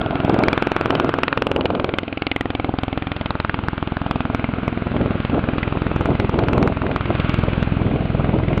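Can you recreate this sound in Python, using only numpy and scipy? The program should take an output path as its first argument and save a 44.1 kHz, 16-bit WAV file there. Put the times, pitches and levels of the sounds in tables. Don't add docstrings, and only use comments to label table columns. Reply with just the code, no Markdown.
import sys
import numpy as np
from scipy import signal
from scipy.fft import rfft, irfft, next_fast_len
from scipy.io import wavfile
from scipy.ndimage import uniform_filter1d, map_coordinates

SR = 44100
rng = np.random.default_rng(int(sys.argv[2]) if len(sys.argv) > 2 else 0)


def ratio(d):
    e = np.asarray(d, float) / 20
    return 10 ** e


def dump_mix(stems):
    frames = np.atleast_2d(stems).T
    limited = np.clip(frames, -1, 1)
    pcm = np.round(limited * 32767).astype(np.int16)
    wavfile.write(sys.argv[1], SR, pcm)


N = 379260
PASS_S = 0.008


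def unit(x):
    return x / np.sqrt(np.mean(x ** 2) + 1e-20)


def curves(rows, at):
    s, *columns = np.transpose(rows)
    return [np.interp(at, s, column) for column in columns]


def wobble(rate):
    return map_coordinates(rng.standard_normal(N // 64), [np.arange(N) * rate / SR])


def coloured(x, spectrum, causal=False):
    m = 2 * next_fast_len(N // 2 + 4096)
    hz, db = np.transpose(spectrum)
    bins_hz = np.fft.rfftfreq(m, 1 / SR)
    gain = unit(ratio(np.interp(np.log(bins_hz + 1), np.log(hz), db, left=-120, right=-120)))
    if causal:
        cepstrum = irfft(np.log(gain + 1e-3), m)
        cepstrum[1:m // 2] *= 2
        gain = np.exp(rfft(cepstrum[:m // 2], m))
    return irfft(rfft(x, m) * gain, m)[:N]


def rush(spectrum, patchy_db):
    z = signal.stft(rng.standard_normal(N + 512), nperseg=512)[2]
    field = uniform_filter1d(rng.standard_normal(z.shape), size=5, axis=0)
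    field = uniform_filter1d(field, size=10, axis=1)
    patchy = signal.istft(z * ratio(patchy_db * unit(field)), nperseg=512)[1][:N]
    return unit(coloured(patchy, spectrum))


def train(times, db, shape):
    index = np.round(times * SR).astype(int)[:, None] + np.arange(-512, 1024)
    pulses = shape((index / SR - times[:, None]) * 1000)
    energy = np.sum(pulses ** 2, axis=1, keepdims=True)
    pulses = pulses * np.sqrt(PASS_S * SR / energy) * ratio(db)[:, None]
    inside = (index >= 0) & (index < N)
    return np.bincount(index[inside], pulses[inside], N)


def suction(ms, width, shoulder, lean=0):
    u = (ms / width) ** 2
    return (shoulder * u - 1 - lean * ms / width) * np.exp(-u / 2)


def burst(ms, rise, decay, spike, fresh, count=5):
    envelope = np.exp(np.minimum(ms / rise, -ms / decay))
    lasting = unit(uniform_filter1d(rng.standard_normal(ms.shape), size=count, axis=0))
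    noise = lasting + fresh * rng.standard_normal(ms.shape)
    return envelope * noise - spike * (np.abs(ms) < 0.02)


def eddy_pops(blow_db):
    gap, size, wide = rng.random((800, 3)).T
    at = np.cumsum(-np.log(1 - gap)) / 70
    pop_db = -31 + 1.5 * (np.interp(at, np.arange(N) / SR, blow_db) + 33) - 14 * size
    return train(at, pop_db, lambda ms: suction(ms, 0.55 * (0.69 + wide[:, None]), shoulder=0.91))


def wind():
    # t/s, level/dB
    steady = [(0, -28.5), (.7, -40), (1.4, -34), (1.9, -33.5), (2.1, -42.5), (3.1, -40), (3.9, -43),
              (4.6, -34.5), (5.6, -34.5), (6.3, -35), (7.3, -34), (8.1, -32), (8.6, -27.5)]
    # t/s, half length/s, extra level/dB
    gusts = [(0.39, 0.16, 11.5), (0.969, 0.16, 10), (1.162, 0.015, 7), (1.667, 0.17, 6), (2.688, 0.043, 7),
             (3.595, 0.11, 7), (4.08, 0.097, 4), (5.02, 0.094, 8), (5.356, 0.044, 11), (5.974, 0.13, 3.5),
             (6.108, 0.044, 11), (6.222, 0.032, 8.5), (6.408, 0.082, 12), (6.573, 0.073, 12),
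             (6.679, 0.071, 6.5), (6.88, 0.067, 7), (7.108, 0.021, 13.5), (7.897, 0.088, 6.5),
             (8.311, 0.11, 3)]
    # f/Hz, level/dB per Hz
    rumble_spectrum = [(22, -35.5), (65, -6.5), (120, 0), (250, -3), (400, -14), (800, -39)]
    flutter_spectrum = [(120, -24.5), (280, 7), (450, 1.5), (750, -17.5), (1100, -33), (2000, -57.5)]
    rattle_spectrum = [(250, -38), (450, -7.5), (650, -2.5), (900, -10.5), (1300, -16.5), (2000, -49)]
    t = np.arange(N) / SR
    blow_db = curves(steady, t)[0]
    for s, half_s, db in gusts:
        blow_db = blow_db + db * np.exp(-((t - s) / half_s) ** 4)
    rumble_db = -34 + 0.84 * (blow_db + 33) + 0.57 * t
    rattle_db = 1.15 * blow_db + 0.5
    lumps, flaps = wobble(45), wobble(120)
    rumble = unit(ratio(1.6 * lumps) * rush(rumble_spectrum, patchy_db=-0.1))
    flutter = unit(ratio(2.0 * lumps + 2.0 * flaps) * rush(flutter_spectrum, patchy_db=1.3))
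    rattle = unit(ratio(2.6 * lumps + 4.9 * flaps) * rush(rattle_spectrum, patchy_db=1.5))
    buffeting = ratio(rumble_db) * rumble + ratio(blow_db) * flutter + ratio(rattle_db) * rattle
    return buffeting + eddy_pops(blow_db)


def turbines():
    # t/s, level/dB
    roar_level = [(.1, -34), (.44, -30), (.75, -32.5), (1, -32), (1.5, -41), (1.85, -39.5), (2.13, -43),
                  (3, -40), (4, -38.5), (5.4, -36), (6.1, -36), (6.9, -38.5), (7.15, -33.5), (7.35, -31.5),
                  (7.6, -34.5), (7.9, -38), (8.6, -38)]
    # f/Hz, level/dB per Hz
    roar_spectrum = [(60, 1.5), (200, -1.5), (500, -8), (950, -5.5), (1150, -0.5), (1430, -8), (1620, -2.5),
                     (1850, -19.5), (2500, -42.5)]
    ridge_spectrum = [(1100, -25), (1300, -2), (1420, 0), (1520, -4), (1700, -28)]
    hiss_spectrum = [(1300, -30.5), (1800, -1), (2100, 2.5), (2600, 3.5), (3200, -2.5), (3800, -9),
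                     (4400, -18.5), (5000, -28.5)]
    t = np.arange(N) / SR
    roar_db, = curves(roar_level, t)
    ridge_db = roar_db - 3.5 - 0.4 * t
    hiss_db = -43.5 + 0.82 * (roar_db + 36.5) + 0.4948 * t
    air = wobble(8.7)
    roar = ratio(roar_db + 0.4 * air) * rush(roar_spectrum, patchy_db=0.5)
    ridge = ratio(ridge_db + 0.71 * air) * unit(coloured(rng.standard_normal(N), ridge_spectrum))
    hiss = ratio(hiss_db + 0.16 * air) * rush(hiss_spectrum, patchy_db=1.0)
    return roar + ridge + hiss


def blade_passes():
    # t/s, f/Hz
    blade_rate = [(0.0, 21.291), (0.614, 21.359), (1.229, 21.29), (1.843, 21.275), (2.457, 21.193),
                  (3.071, 21.189), (3.686, 21.113), (4.3, 21.125), (4.914, 21.022), (5.529, 21.074),
                  (6.143, 21.07), (6.757, 20.95), (7.371, 21.044), (7.986, 21.027), (8.6, 21.096)]
    first_pass_s, opening_hz = 0.0148, blade_rate[0][1]
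    t = np.arange(N) / SR
    turns = np.cumsum(curves(blade_rate, t)[0]) / SR
    wanted = np.arange(int(turns[-1]) + 1) + first_pass_s * opening_hz
    return np.interp(wanted, turns, t, right=t[-1] + 1), opening_hz


def thumps(times, opening_hz, thump_db, width_ms, heave_db, lean):
    chance = rng.standard_normal((len(times), 2))
    width, lean = width_ms[:, None], lean[:, None]
    heave = train(times - 0.0004, heave_db, lambda ms: suction(ms, 3.07, shoulder=1.0))
    thump = train(times - 0.0003, thump_db + 1.04 * chance[:, 0],
                  lambda ms: suction(ms, width, shoulder=0.74, lean=lean))
    offbeat_db = thump_db - 25.5 + 2.5 * times + 0.74 * chance[:, 1]
    offbeat = train(times + 0.438 / opening_hz, offbeat_db,
                    lambda ms: suction(ms, 2.12, shoulder=0.11))
    return heave + thump + offbeat


def slaps(late, slap_db, lead_ms, far_db):
    chance = rng.standard_normal((len(late), 2))
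    echo_ms = 0.58 + 0.16 * chance[:, :1]
    far = ratio(far_db + 3.0 * chance[:, 1])[:, None]

    def crack(ms):
        near = suction(ms, 0.3, shoulder=0.67)
        echo = 0.5 * suction(ms - echo_ms, 0.21, shoulder=0.36)
        return near + echo + far * suction(ms + lead_ms[:, None], 0.42, shoulder=0.39)

    return train(late, slap_db, crack)


def knocks(late, knock_db):
    chance = rng.standard_normal((len(late), 2))
    hz = 1361 * (1 + 0.08 * chance[:, :1])

    def snap(ms):
        return -np.cos(2 * np.pi * hz * (ms - 0.12) / 1000) * np.exp(np.minimum(ms / 0.25, -ms / 1))

    return train(late, knock_db + 1.4 * chance[:, 1], snap)


def crackles(times, late, crackle_db, bright_db, tick_db, tail_db):
    # f/Hz, level/dB per Hz
    tick_spectrum = [(3000, -27.5), (3700, 12), (4500, 13.5), (5300, -10), (5900, -25.5), (6300, -22.5)]
    crackle_spectrum = [(1400, -37.5), (1800, 7), (2100, 13), (2500, 10), (3000, -12.5), (3600, -29.5)]
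    sizzle_spectrum = [(2000, -29), (2500, 6), (2900, 8.5), (3500, 2.5), (4200, -7.5), (4900, -13.5),
                       (5600, -37.5)]
    tail_spectrum = [(90, -47.5), (180, -13.5), (225, 1), (270, 3.5), (330, -3.5), (450, -10.5), (650, -2),
                     (900, -8), (1300, -47)]
    crackle_db = crackle_db + 1.5 * rng.standard_normal(len(times))
    decay_ms = 1.884 + 0.42 * times[:, None]

    def spray(ms):
        return burst(ms + 0.65, 0.58, decay_ms, spike=2.35, fresh=0.54)

    tick = train(late, tick_db, lambda ms: burst(ms + 0.91, 0.077, 0.46, spike=0.97, fresh=0.32))
    crackle = train(late, crackle_db - bright_db, spray)
    sizzle = train(late, crackle_db + bright_db, spray)
    tail = train(late, tail_db, lambda ms: burst(ms + 0.63, 1.0, 4.4, spike=0, fresh=0.18, count=14))
    layers = [(tick, tick_spectrum), (crackle, crackle_spectrum),
              (sizzle, sizzle_spectrum), (tail, tail_spectrum)]
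    return sum(coloured(x, spectrum, causal=True) for x, spectrum in layers)


def distant_echo(times):
    delay_ms = 7.4 + 0.91 * times
    return train(times + delay_ms / 1000, -31 - 2 * times, lambda ms: suction(ms, 0.74, shoulder=0.45))


def sliding_tones(times, swell_db):
    # start t/s, end t/s, from f/Hz, to f/Hz, level/dB (before the swell over the run)
    runs = [(.42, 0.568, 2230, 2420, -17), (0.45, 0.605, 3180, 3690, -26.5),
            (1.722, 1.964, 2610, 2270, -33.5), (2.157, 2.504, 2280, 1810, -22),
            (2.478, 2.692, 2430, 2060, -27.5), (2.8, 3.01, 2400, 1980, -33.5), (3.09, 3.3, 3570, 3090, -39),
            (4.094, 4.146, 3400, 3270, -31), (4.332, 4.45, 2100, 2210, -34.5),
            (5.55, 5.708, 2440, 2270, -35), (6.93, 7.052, 1136, 1350, -29.5),
            (7.284, 7.36, 2530, 2400, -37.5)]
    out = np.zeros(N)
    for start, end, from_hz, to_hz, db in runs:
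        on = (times > start) & (times < end)
        along = (times[on] - start) / (end - start)
        hz = (from_hz + (to_hz - from_hz) * along)[:, None]

        def tone(ms):
            return -np.cos(2 * np.pi * hz * ms / 1000) * np.exp(np.minimum(ms / 0.22, -ms / 2.2))

        out += train(times[on], db + 5 * np.sin(np.pi * along) - 5.5 + swell_db[on], tone)
    return out


def rotors():
    # t/s, thump level/dB, vortex slap level/dB, sharpness (extra crackle)/dB
    strength = [(0.05, -22.5, -27.5, 1), (0.34, -13.5, -21.5, -3.5), (0.62, -19, -13.5, -4.5),
                (0.95, -29.5, -16, -6.5), (1.3, -41.5, -16, -1), (1.62, -21.5, -17, -3),
                (1.9, -25.5, -17.5, -1.5), (2.05, -23, -36.5, 7), (2.35, -21.5, -27.5, 6),
                (2.75, -22, -25.5, -6.5), (3.1, -26, -27, 2.5), (3.45, -25.5, -22.5, -5),
                (3.75, -23, -26, -6.5), (4.1, -22.5, -21.5, -7.5), (4.55, -20.5, -31, -2),
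                (5.0, -17.5, -32, -5.5), (5.4, -18.5, -28.5, -2), (5.6, -18.5, -29, 0), (5.9, -17, -26, -5),
                (6.5, -17.5, -19, -8.5), (6.95, -24.5, -28.5, 1), (7.3, -13, -24.5, 0),
                (7.9, -15.5, -31.5, -6.5), (8.6, -13, -24.5, -6)]
    # t/s, thump width/ms, far rotor's lead/ms, its slap/dB over the near one's
    # (before scatter), lift heave level/dB, thump lean (no unit)
    turning = [(0, 1.53, 3, -3.5, -29, 0.58), (.5, 0.68, 3.23, -13.5, -47, 0.61),
               (1.5, 0.42, 2.15, -11, -52.5, -0.72), (2.6, 0.71, 2.6, -18.5, -26, -0.25),
               (3.4, 1.4, 1, -19.5, -28, -0.39), (4.7, 1.032, 1.2, -22, -29, -0.28),
               (6, 1.12, 2.27, 1.5, -22, -0.04), (7.2, 1.47, 1.77, -2.5, -24.5, 0.61),
               (8.6, 1.56, 1.83, 5, -35, -0.065)]
    # t/s, front tick level/dB, knock extra/dB, crackle brightness/dB
    colour = [(0, -64, -2.5, 0), (.3, -51.5, -0.5, 2.5), (.6, -43.5, 4, 3.5), (.95, -44, 0, 2),
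              (1.3, -47, 5, -2.5), (1.6, -46, -6, 2.5), (1.9, -54, -7.5, 0), (2.1, -65, 6, 1),
              (2.3, -53.5, 2, -2.5), (2.6, -55.5, 0.5, 3), (3, -61, -6.5, -1), (3.45, -43.5, 4, 1),
              (3.75, -58.5, -3, -2), (4.1, -70, 0, 4), (4.55, -69, 6, -6), (5.2, -69.5, -0.5, 1),
              (5.8, -60.5, 7.5, -4.5), (6.33, -53, -1, 0.5), (6.42, -47.5, -1.5, 2),
              (6.68, -42.5, 3.5, -2.5), (6.73, -74, 10, -4), (7.3, -66.5, 2, 0), (7.9, -70, -3, -4.5),
              (8.6, -57, -1.5, -1.5)]
    # t/s, change of slap/dB, knock/dB, crackle/dB, tick/dB
    uneven_passes = [(0.437, -3, 2, 2, -1), (0.484, 9, -2, 3.5, 4), (0.531, -6, 3.5, -1.5, 0.5),
                     (0.905, 1, 1, 5, 8.5), (0.953, -4, -7, 4.5, 10.5), (1.0, 1, 6.5, 3, 6),
                     (1.047, -1, -0.5, -5.5, -6), (1.187, 0.5, -1, 0, -12), (1.234, -0.5, 2.5, 5, -3),
                     (1.281, -4.5, 1, 3, 8), (1.328, -3.5, 1.5, 1, -1.5), (1.422, -0.5, 6, -4.5, 10),
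                     (1.516, 1, 3.5, 0.5, 5), (1.563, 1.5, -1.5, -2, 1), (1.657, 1.5, 4.5, 2.5, 0),
                     (1.751, -4.5, 0, -1, -2.5), (1.845, 1.5, -6.5, -2, 14), (1.892, -4.5, 3, -2, -1.5),
                     (1.939, 3, -0.5, 4, 4), (1.986, 4.5, 13, 3, 3), (2.033, -10.5, -3, -3.5, -13),
                     (2.174, -13.5, -2, -2.5, -18), (2.221, 7, 6.5, 2.5, 11.5), (2.269, 0, 1.5, 2.5, 14.5),
                     (2.316, -2, -5, 3.5, 6.5), (2.457, 3.5, 3.5, -8.5, -17.5), (2.693, 4, -13, -5.5, -9),
                     (2.74, -3, 0, -9.5, 2), (2.788, -0.5, -5.5, 5, 18), (2.835, 4.5, -12.5, 4, 5),
                     (2.976, 6.5, -1.5, 6, -1.5), (3.023, -3, 5, 3.5, -1), (3.259, -2.5, 4.5, 3, 7),
                     (3.306, 2, 3.5, 1.5, 13), (3.354, 1.5, 2, -5.5, -6), (3.401, 1.5, 2.5, 3.5, 11.5),
                     (3.448, -1.5, 6, 1.5, 0), (3.495, -4, 8.5, 4.5, 1.5), (3.543, 1.5, -1.5, 6, 0.5),
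                     (3.59, 1.5, 0, -5.5, -1.5), (3.638, -1, -1.5, -2.5, -3),
                     (3.685, 8.5, 13.5, -5.5, -5.5), (3.733, 2.5, 2.5, -3.5, -4), (3.78, -17, 9, 5.5, -9),
                     (3.827, 4.5, 10.5, 0, -13), (3.875, -3, -2, 6.5, -11), (3.922, 3, 2, -2.5, -9.0),
                     (3.969, -4, 10, 2.5, 16), (4.111, 3.5, 6, 3, 4.5), (4.206, 2.5, 1.5, 4.5, 9),
                     (4.3, 3, -5, -5.5, -3.5), (4.348, 9, 8.5, 7.5, 6.5), (4.442, 5, 0, 9.5, 12),
                     (4.49, 4, -9.5, -5, -10), (4.585, 3, -3, 0.5, -4), (4.68, 14, 3, 4, 4),
                     (4.965, 8.5, 4.5, 9.5, 2.5), (5.012, 9, -6, 6, -1), (5.06, 5.5, 4.5, 0.5, -4.5),
                     (5.25, 7, -9.5, 8.5, 2), (5.345, 5, 0.5, -1, 2), (5.582, 1.5, 5, 7, 8.5),
                     (5.63, -2.5, 2.5, 6.5, 2.5), (5.677, 8, -3, 6, -12.5), (5.819, 1.5, 0.5, 1.5, 15),
                     (6.009, 2, 0, 1.5, 3.5), (6.057, -5, 3.5, 6.5, 1.5), (6.104, -10, -12, -1.5, -1),
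                     (6.152, -8, -2, 1, 0), (6.199, -3.5, 6, 6, 15.5), (6.294, 1.5, 4.5, 0.5, -4),
                     (6.342, 1.5, -7, -0.5, -5), (6.389, -2.5, 7, 7, 8.5), (6.437, 0, -2.5, 0, 0),
                     (6.484, -3.5, 6.5, 8, 2.5), (6.58, 6, 1.5, -1, -0.5), (6.628, 1, 0, 2, 7),
                     (6.675, 1, 4.5, -1.5, 1.5), (6.723, 1, -9, -5, -4), (6.772, -1, -6, -3.5, -1),
                     (6.961, 3, 0, 4, 9.5), (7.102, -1, 0, -1.5, -4), (7.197, -2, -5.5, 3, 5),
                     (7.247, -8.5, -0.5, -4, 1), (7.294, -8, 0, 2.5, -3.5), (7.39, 2, -10, -2.5, 6),
                     (7.437, 6, -7.5, -6, 2), (7.485, 8.5, -11, 1, 3.5), (7.532, -5, 0.5, 4, -8),
                     (7.627, 3, 5, 3.5, 14), (7.817, 8.5, 8.5, 3, 4), (8.15, 9.5, 0.5, -4.5, -3),
                     (8.198, 10, -2, -3.5, -5), (8.245, 6, 2, 0.5, -4), (8.483, 1, -10, 4.5, -9),
                     (8.577, 4, 6, -0.5, 11.5)]
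    times, opening_hz = blade_passes()
    thump_db, slap_db, sharp_db = curves(strength, times)
    width_ms, lead_ms, far_db, heave_db, lean = curves(turning, times)
    tick_db, knock_extra_db, bright_db = curves(colour, times)
    uneven_s, *changes = np.transpose(uneven_passes)
    nearest = np.abs(times[:, None] - uneven_s).argmin(axis=0)
    uneven_slap, uneven_knock, uneven_crackle, uneven_tick = [
        np.bincount(nearest, db, len(times)) for db in changes]
    late = times + 0.0001 * rng.standard_normal(len(times))
    swell = 0.8 * rng.standard_normal(len(times))
    knock_db = -28.5 + 0.92 * (slap_db + 20) + knock_extra_db + uneven_knock + swell
    crackle_db = -31 + 0.75 * (slap_db + 21) + sharp_db + uneven_crackle + swell
    tail_db = -21 + 0.29 * (slap_db + 16.5) - 0.37 * times + 0.56 * swell
    tick_db = tick_db + uneven_tick + swell
    slap_db = slap_db + uneven_slap + 0.14 * uneven_tick + swell
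    return (thumps(times, opening_hz, thump_db, width_ms, heave_db, lean)
            + slaps(late, slap_db, lead_ms, far_db)
            + knocks(late, knock_db)
            + crackles(times, late, crackle_db, bright_db, tick_db, tail_db)
            + distant_echo(times)
            + sliding_tones(late, 0.5 * uneven_crackle + swell))


def scene():
    return (wind() + turbines() + rotors())[None]


def low_pass(x):
    return signal.sosfilt(signal.butter(12, 16000, fs=SR, output="sos"), x)


def record(dry):
    low_cut = signal.butter(2, 37.3, "high", fs=SR, output="sos")
    top_cut = signal.butter(10, 5700, fs=SR, output="sos")
    thin = signal.sosfiltfilt(low_cut, dry)
    overloaded = np.clip(thin, -0.77, 0.77)
    narrow = signal.sosfiltfilt(top_cut, overloaded)
    mix = np.clip(narrow, -0.71, 0.71)
    return low_pass(mix)


dry = scene()
out = record(dry)
dump_mix(out)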